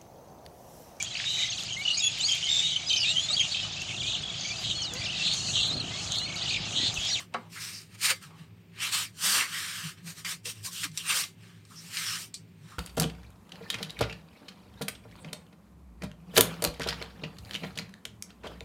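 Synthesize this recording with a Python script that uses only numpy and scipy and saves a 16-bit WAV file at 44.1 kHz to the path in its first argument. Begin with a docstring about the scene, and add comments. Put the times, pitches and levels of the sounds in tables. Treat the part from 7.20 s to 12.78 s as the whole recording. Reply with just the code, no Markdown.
"""A wood-fired oven with a stone floor and an answering vault: a long metal peel is pushed and pulled in strokes.
Random grit catches under the blade and excites its noisy plate ring, its clear modes and the vault's short tail.
Filtered clicks and chatter make blows on the stone; narrow resonances of noise make brief squeals.
Underneath lie a faint hum of resonated noise, quiet outdoor air and a few dull thumps of wavering sines.
The microphone takes little deep bass and no extreme top."""
import sys
import numpy as np
from scipy import signal
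from scipy.fft import rfft, irfft
from scipy.io import wavfile
from scipy.ndimage import uniform_filter1d, map_coordinates

SR = 44100
rng = np.random.default_rng(int(sys.argv[2]) if len(sys.argv) > 2 else 0)


def waveform_to_disk(signal):
    """Save audio, clipped to [-1, 1], as 16-bit WAV at the path in sys.argv[1]."""
    frames = np.transpose(np.atleast_2d(signal))
    scaled = np.clip(frames, -1, 1) * 32767
    samples = np.round(scaled).astype(np.int16)
    wavfile.write(sys.argv[1], SR, samples)


N = 246254
TIME = np.arange(N) / SR  # s

# Resonances of the low hum, levels ahead of the microphone:
# (centre [Hz], width of one of two equal stages [Hz], rms level [dB])
HUM_RESONANCES = [(107.2, 12.2, -57), (167.7, 26.7, -56), (87, 26, -67), (235, 96, -68.5), (381.5, 29, -73)]
# Spectral shape of the outdoor air: (frequency [Hz], relative level [dB])
AIR_COLOUR = [(150, 3), (380, 1), (600, -9), (1200, -15), (2500, -9.5), (4500, -22.5), (9000, -35.5),
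              (10300, -52), (13000, -22), (16000, -28)]
# Strokes of the peel; flex and edge hiss are relative to the plate ring:
# (full contact [s], attack [s], hold [s], release [s], level [dB], change over the hold [dB],
#  flex of the blade [dB], hiss of its edge [dB])
PEEL_STROKES = [(0.0, .02, 0.0044, 0.044, -41.5, -4.5, -6, 0),
                (0.135, .028, 0.13, .059, -62.5, -4.5, 7.5, -5),
                (0.321, 0.034, .063, .055, -55, 5, -19, 3.5),
                (0.416, 0.077, 0.2, 0.098, -44, -13.5, -20, 3.5),
                (0.744, 0.11, 0.0071, 0.026, -56.5, 2, -10.5, -1.5),
                (0.837, 0.033, 0.025, 0.053, -28.5, -0.5, -25.5, 3.5),
                (0.894, .04, 0.014, 0.021, -26.5, 0, -18.5, -1.5), (.957, .04, .008, .045, -53, -3, -17, 0),
                (1.021, 0.032, .01, 0.092, -53, 1, -13, 0), (1.102, 0.055, 0.053, .056, -60.5, -6, 4, -9),
                (1.186, .083, .12, .06, -57, -16.5, -8.5, -5.5),
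                (1.575, 0.054, .023, .056, -48, 4, -19, -10),
                (1.623, 0.042, 0.051, 0.083, -33, -1.5, -26, -3),
                (1.731, 0.033, .1, .046, -30, -8, -23, 1.5), (2.04, 0.053, 0.14, .05, -32, -1, -13, 6.5),
                (2.155, .094, 0.065, 0.069, -28, -4, -13, -0.5),
                (2.365, 0.24, .33, .048, -37.5, -7, -22.5, -0.5),
                (2.779, 0.041, .01, .067, -54, -2.5, -17, -8),
                (2.878, 0.042, 0.031, .049, -46.5, -5, -9, 5.5),
                (2.982, 0.059, .01, .051, -51.5, -.5, -10, 6),
                (3.051, 0.012, 0.064, 0.043, -44.5, 5, -15.5, 4.5),
                (3.254, 0.014, 0.048, 0.035, -47.5, 1.5, -18, 7.5),
                (3.354, .04, 0.048, 0.12, -59, -3, -13, 2.5),
                (3.45, 0.026, 0.028, 0.021, -48.5, -1.5, -8, 13),
                (3.514, .037, 0.12, 0.051, -55, 6, -18.5, 11),
                (3.637, 0.024, 0.0055, 0.02, -35.5, 1.5, -18, 2),
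                (3.771, 0.058, .07, 0.061, -52.5, 0, -15, 5.5),
                (3.9, 0.066, 0.046, .057, -30, -2.5, -19.5, -0.5),
                (3.953, 0.044, .056, 0.064, -34, -4.5, -17, 6),
                (4.225, .074, 0.23, .055, -58.5, -11, -9.5, -4.5),
                (4.515, 0.11, 0.17, .056, -63.5, 8.5, -10, 6),
                (4.739, 0.06, 0.22, 0.078, -40, 1, -25.5, 1.5),
                (4.987, .051, 0.052, 0.046, -47, -5.5, -12.5, 7.5),
                (5.513, 0.17, 0.057, .055, -58, -6, -3.5, -1)]
# Ranges of the blade's flexing, its plate ring and its edge hiss: (low [Hz], high [Hz])
BLADE_RANGES = [(300, 1050), (1050, 3800), (3800, 19000)]
# Modes of the blade in the vault: (frequency [Hz], level relative to the other modes [dB], t60 [s])
BLADE_MODES = [(384, 2.5, .15), (510, 1, 0.24), (572, 11, 0.064), (700, 8, 0.11), (813, 3.5, 0.089),
               (934, -4.5, 0.2), (1106, 6, 0.062), (1150, 5.5, 0.087), (1256, 7, .11), (1580, -13, 0.075),
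               (1650, -16.5, 0.12), (1790, 1.5, 0.11), (2092, 2.5, 0.23), (2263, 3.5, 0.13),
               (2260, -21, .16), (2372, 4.5, 0.14), (2708, 7.5, 0.023), (3050, 4, 0.13), (3089, 7, 0.033),
               (3640, -22, .11), (3884, 8, 0.066), (4230, 5, 0.076), (4636, 5, 0.18), (5290, 1.5, .1),
               (7760, 1.5, 0.055), (9300, -5.5, 0.065)]
# Colour of steel on stone: (frequency [Hz], gain [dB])
STEEL_COLOUR = [(300, -10.5), (650, -10.5), (950, -1.5), (1200, 1.5), (2200, 2.5), (4000, 2), (5700, 3),
                (6500, -2.5), (7500, 0.5), (9200, 1.5), (10100, -8), (11500, -11), (12800, -4.5),
                (15800, -16.5)]
# Blows of the blade on the stone, soft ones dull and hard ones bright; peaks ahead of the microphone:
# (time [s], peak level [dB], low edge [Hz], high edge [Hz], chatter decay to 1/e [s])
STONE_BLOWS = [(0.14, -27.5, 550, 5070, 0.0059), (.144, -23, 330, 950, 0.0097),
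               (.147, -22.5, 870, 1180, 0.0022), (.855, -17, 2600, 8000, 0.0032),
               (1.027, -37, 3800, 15000, .01), (1.604, -24, 1790, 7000, 0.0095),
               (1.725, -22, 2830, 8100, .008), (3.048, -26, 1400, 5540, 0.0088),
               (3.256, -27, 2220, 8000, .0083), (3.634, -21, 1510, 8330, 0.01),
               (3.716, -40, 2500, 9900, 0.0043), (3.775, -14.5, 3250, 13500, 0.011),
               (4.038, -23.5, 1490, 6000, 0.0043), (4.452, -43, 1180, 12000, 0.0016),
               (4.77, -18, 2400, 7000, 0.0073), (5.142, -23.5, 3910, 10300, 0.016)]
# Dull thumps: (time of the crest [s], rms level at the crest [dB], mean pitch [Hz], bell's sigma [s])
DULL_THUMPS = [(0.181, -48, 235, 0.025), (1.066, -44.5, 166.8, 0.0095), (1.215, -48, 155, 0.01),
               (2.096, -50, 197.4, 0.05), (2.19, -54, 250, 0.033), (2.662, -38, 159, 0.015),
               (2.874, -45.5, 169.6, 0.035), (3.41, -45, 104.5, 0.031), (3.659, -45, 266.4, 0.0073),
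               (3.701, -45, 158, 0.037), (5.445, -46, 157.5, 0.023)]
# Moments when the edge sings as it skims the stone; squeals() trims all the levels together:
# (onset [s], level before the trim [dB], centre [Hz], width of one of two equal stages [Hz], rise [s])
EDGE_SQUEALS = [(.352, -41, 1770, 1000, 0.021), (.385, -42.5, 5230, 1000, 0.056),
                (.52, -42, 5160, 1500, .04), (.9, -47.5, 520, 120, 0.021), (1.022, -50.5, 1320, 200, 0.017),
                (2.175, -32.5, 2130, 500, 0.043), (2.33, -36, 1840, 600, 0.023),
                (3.045, -37, 2130, 450, 0.017), (3.249, -49.5, 494, 128, 0.021),
                (3.46, -51.5, 1070, 160, 0.02), (3.535, -40, 3180, 1000, 0.052),
                (3.635, -44, 1150, 300, .018), (3.777, -39, 3050, 700, .024),
                (3.865, -32.5, 8850, 500, 0.029), (3.885, -31.5, 2900, 900, .025),
                (3.925, -51.5, 510, 100, 0.037), (4.5, -53.5, 1260, 400, 0.024),
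                (4.552, -46.5, 5500, 900, .03), (4.84, -35, 5400, 600, 0.051),
                (5.136, -42, 4400, 700, 0.014), (5.514, -49, 1240, 320, 0.022)]

AIR_DB = -62.5  # mean of the flickering level
RAMP_DB = 20  # an attack or a release spans this much level
REST_DB = -78.5  # between strokes the blade still creeps on the stone
BASS_CUT_HZ, TOP_HZ = 70, 15900  # limits of the microphone


def undb(db):
    """Decibels to gain."""
    return 10 ** (np.asarray(db) / 20)


def unit(x):
    """Scale to rms 1."""
    return x / np.sqrt(np.mean(x ** 2))


def band(x, low_hz, high_hz):
    """Steep band-pass: two equal stages."""
    sos = signal.butter(2, [low_hz, min(high_hz, .49 * SR)], "band", fs=SR, output="sos")
    return signal.sosfilt(sos, signal.sosfilt(sos, x))


def colour(x, points):
    """Causal filter through (Hz, dB) points, built from the cepstrum."""
    hz, db = np.transpose(points)
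    size = 2048
    grid = np.maximum(np.fft.rfftfreq(size, 1 / SR), 1)
    log_gain = np.log(undb(np.interp(np.log(grid), np.log(hz), db)))
    cepstrum = irfft(log_gain)
    # Folding the cepstrum forward gives minimum phase.
    cepstrum[1:size // 2] *= 2
    cepstrum[size // 2 + 1:] = 0
    response = irfft(np.exp(rfft(cepstrum)))
    return signal.fftconvolve(x, response)[:len(x)]


def resonate(x, hz, width_hz):
    """A resonance applied twice, at rms 1."""
    b, a = signal.iirpeak(hz, hz / width_hz, fs=SR)
    once = signal.lfilter(b, a, x)
    return unit(signal.lfilter(b, a, once))


def walk(rate):
    """Smooth chance of spread 1 that changes about rate times a second."""
    k = max(int(SR / rate), 1)
    steps = np.repeat(rng.standard_normal(N // k + 1), k)
    return unit(uniform_filter1d(steps, k)[:N])


def background(flicker_db=1):
    """Noise through resonances makes a wavering low hum; coloured noise makes quiet outdoor air."""
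    hum = np.zeros(N)
    for hz, width, db in HUM_RESONANCES:
        # The first second lets the resonance settle and is dropped.
        hum += undb(db) * resonate(rng.standard_normal(N + SR), hz, width)[SR:]
    air = unit(colour(rng.standard_normal(N), AIR_COLOUR))
    return hum + air * undb(AIR_DB + flicker_db * walk(2.6))


def stroke_gains(unsteady_db=0.56, unsteady_rate=40):
    """Gains of flex, plate ring and edge hiss: each stroke builds up, holds as the push grows or eases, and stops."""
    db = np.full((3, N), 1. * REST_DB)
    for s, attack, hold, release, level, change, flex, edge in PEEL_STROKES:
        age = TIME - s
        ramps = np.maximum(-age, 0) / attack + np.maximum(age - hold, 0) / release
        push = level + change * np.clip(age / hold, 0, 1) - RAMP_DB * ramps
        db = np.maximum(db, [push + flex, push, push + edge])  # the strongest stroke rules
    return undb(db + unsteady_db * walk(unsteady_rate))


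def grit(rate=2400, spread_db=3.0, judder_db=2, judder_rate=130):
    """Sand grains catch and break under the blade at random, rate a second on average, bunched by stick and slip."""
    catches = (rng.random(N) < rate / SR) * rng.standard_normal(N)
    sizes = undb(spread_db * np.minimum(rng.exponential(size=N), 3))
    judder = undb(judder_db * walk(judder_rate))
    return unit(catches * sizes * judder)


def blade(modes_db, plate_t60=0.073, vault_t60=0.17, vault_db=-11, crack_db=-5):
    """Answer to a catch at one place on the blade: a crack, dense plate modes, clear modes and the vault's tail."""
    t = TIME[:SR // 3]
    fall = -np.log(1000) * t  # 60 dB down when divided by t60
    ring = unit(rng.standard_normal(len(t)) * np.exp(fall / plate_t60))
    ring += undb(vault_db) * unit(rng.standard_normal(len(t)) * np.exp(fall / vault_t60))
    ring += undb(crack_db) * unit(1. * (t == 0))
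    for hz, db, t60 in BLADE_MODES:
        tone = np.sin(2 * np.pi * (hz * t + rng.random()))
        ring += undb(modes_db + db) * unit(tone * np.exp(fall / t60))
    return colour(ring, STEEL_COLOUR)


def wander(sound, echo=0.31, lag_s=0.000503, rate=8):
    """The contact travels, so the wave thrown back by the blade's rim combs the sound in shifting places."""
    lag = lag_s * SR * np.exp(0.302 * walk(rate))  # samples, around lag_s
    late = map_coordinates(sound, [np.arange(N) - lag], order=3)
    return (sound + echo * late) / np.hypot(1, echo)


def scraping(rocking_db=2.5, count=12):
    """The blade rocks between several places of contact; each has its own grit and its own ring."""
    gains = stroke_gains()
    loads = np.array([undb(rocking_db * walk(9)) for _ in range(count)])
    loads /= np.linalg.norm(loads, axis=0)  # the places share one weight
    out = np.zeros(N)
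    for load in loads:
        force = grit() * load
        ring = blade(modes_db=-30)
        for gain, (low, high) in zip(gains, BLADE_RANGES):
            part = band(ring, low, high)
            out += signal.oaconvolve(force * gain, part / np.linalg.norm(part))[:N]
    return wander(out)


def blows(chatter_db=-2):
    """A first touch and a short chatter; the blade is freer than in a stroke, so its modes ring more clearly."""
    out = np.zeros(N)
    t = TIME[:SR // 3]
    for s, db, low, high, chatter in STONE_BLOWS:
        touch = unit(1. * (t == 0))
        rattle = unit(rng.standard_normal(len(t)) * np.exp(-t / chatter))
        force = touch + undb(chatter_db) * rattle
        ring = blade(modes_db=-26.5, plate_t60=0.023, vault_db=-6.5)
        contact = signal.butter(2, [low, min(high, .45 * SR)], "band", fs=SR, output="sos")
        hit = signal.sosfilt(contact, signal.fftconvolve(force, ring))[:len(t)]
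        start = int(s * SR)
        out[start:start + len(t)] += undb(db) * hit / np.abs(hit).max()
    return out


def swell(s, length):
    """Bell-shaped rise and fall around a moment."""
    return np.exp(-.5 * ((TIME - s) / length) ** 2)


def thumps(waver=0.07):
    """Soft low swells, each a sine wavering around one pitch."""
    drift = np.cumsum(1 + waver * walk(60)) / SR  # wavering time, s
    out = np.zeros(N)
    for s, db, hz, length in DULL_THUMPS:
        tone = unit(np.sin(2 * np.pi * hz * (drift + rng.random())))
        out += undb(db) * swell(s, length) * tone
    return out


def squeals(trim_db=-1):
    """Friction feeds one narrow resonance for a moment: it catches quickly and lets go more slowly."""
    force = rng.standard_normal(N)
    out = np.zeros(N)
    for s, db, hz, width, rise in EDGE_SQUEALS:
        age = np.maximum(TIME - s, 0) / rise
        envelope = age * np.exp((1 - age ** 2) / 2)  # reaches 1 after one rise time
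        out += undb(db + trim_db) * envelope * resonate(force, hz, width)
    return out


def scene():
    """Strokes, blows and squeals of the peel over the thumps and the low background."""
    return (background() + scraping() + blows() + thumps() + squeals())[None]


def record(dry):
    """The microphone drops the deep bass and cuts the top."""
    bass_cut = signal.butter(4, BASS_CUT_HZ, "high", fs=SR, output="sos")
    top_cut = signal.ellip(10, .2, 70, TOP_HZ, fs=SR, output="sos")  # ripple dB, then rejection dB
    return signal.sosfilt(top_cut, signal.sosfilt(bass_cut, dry))


dry = scene()
out = record(dry)
waveform_to_disk(out)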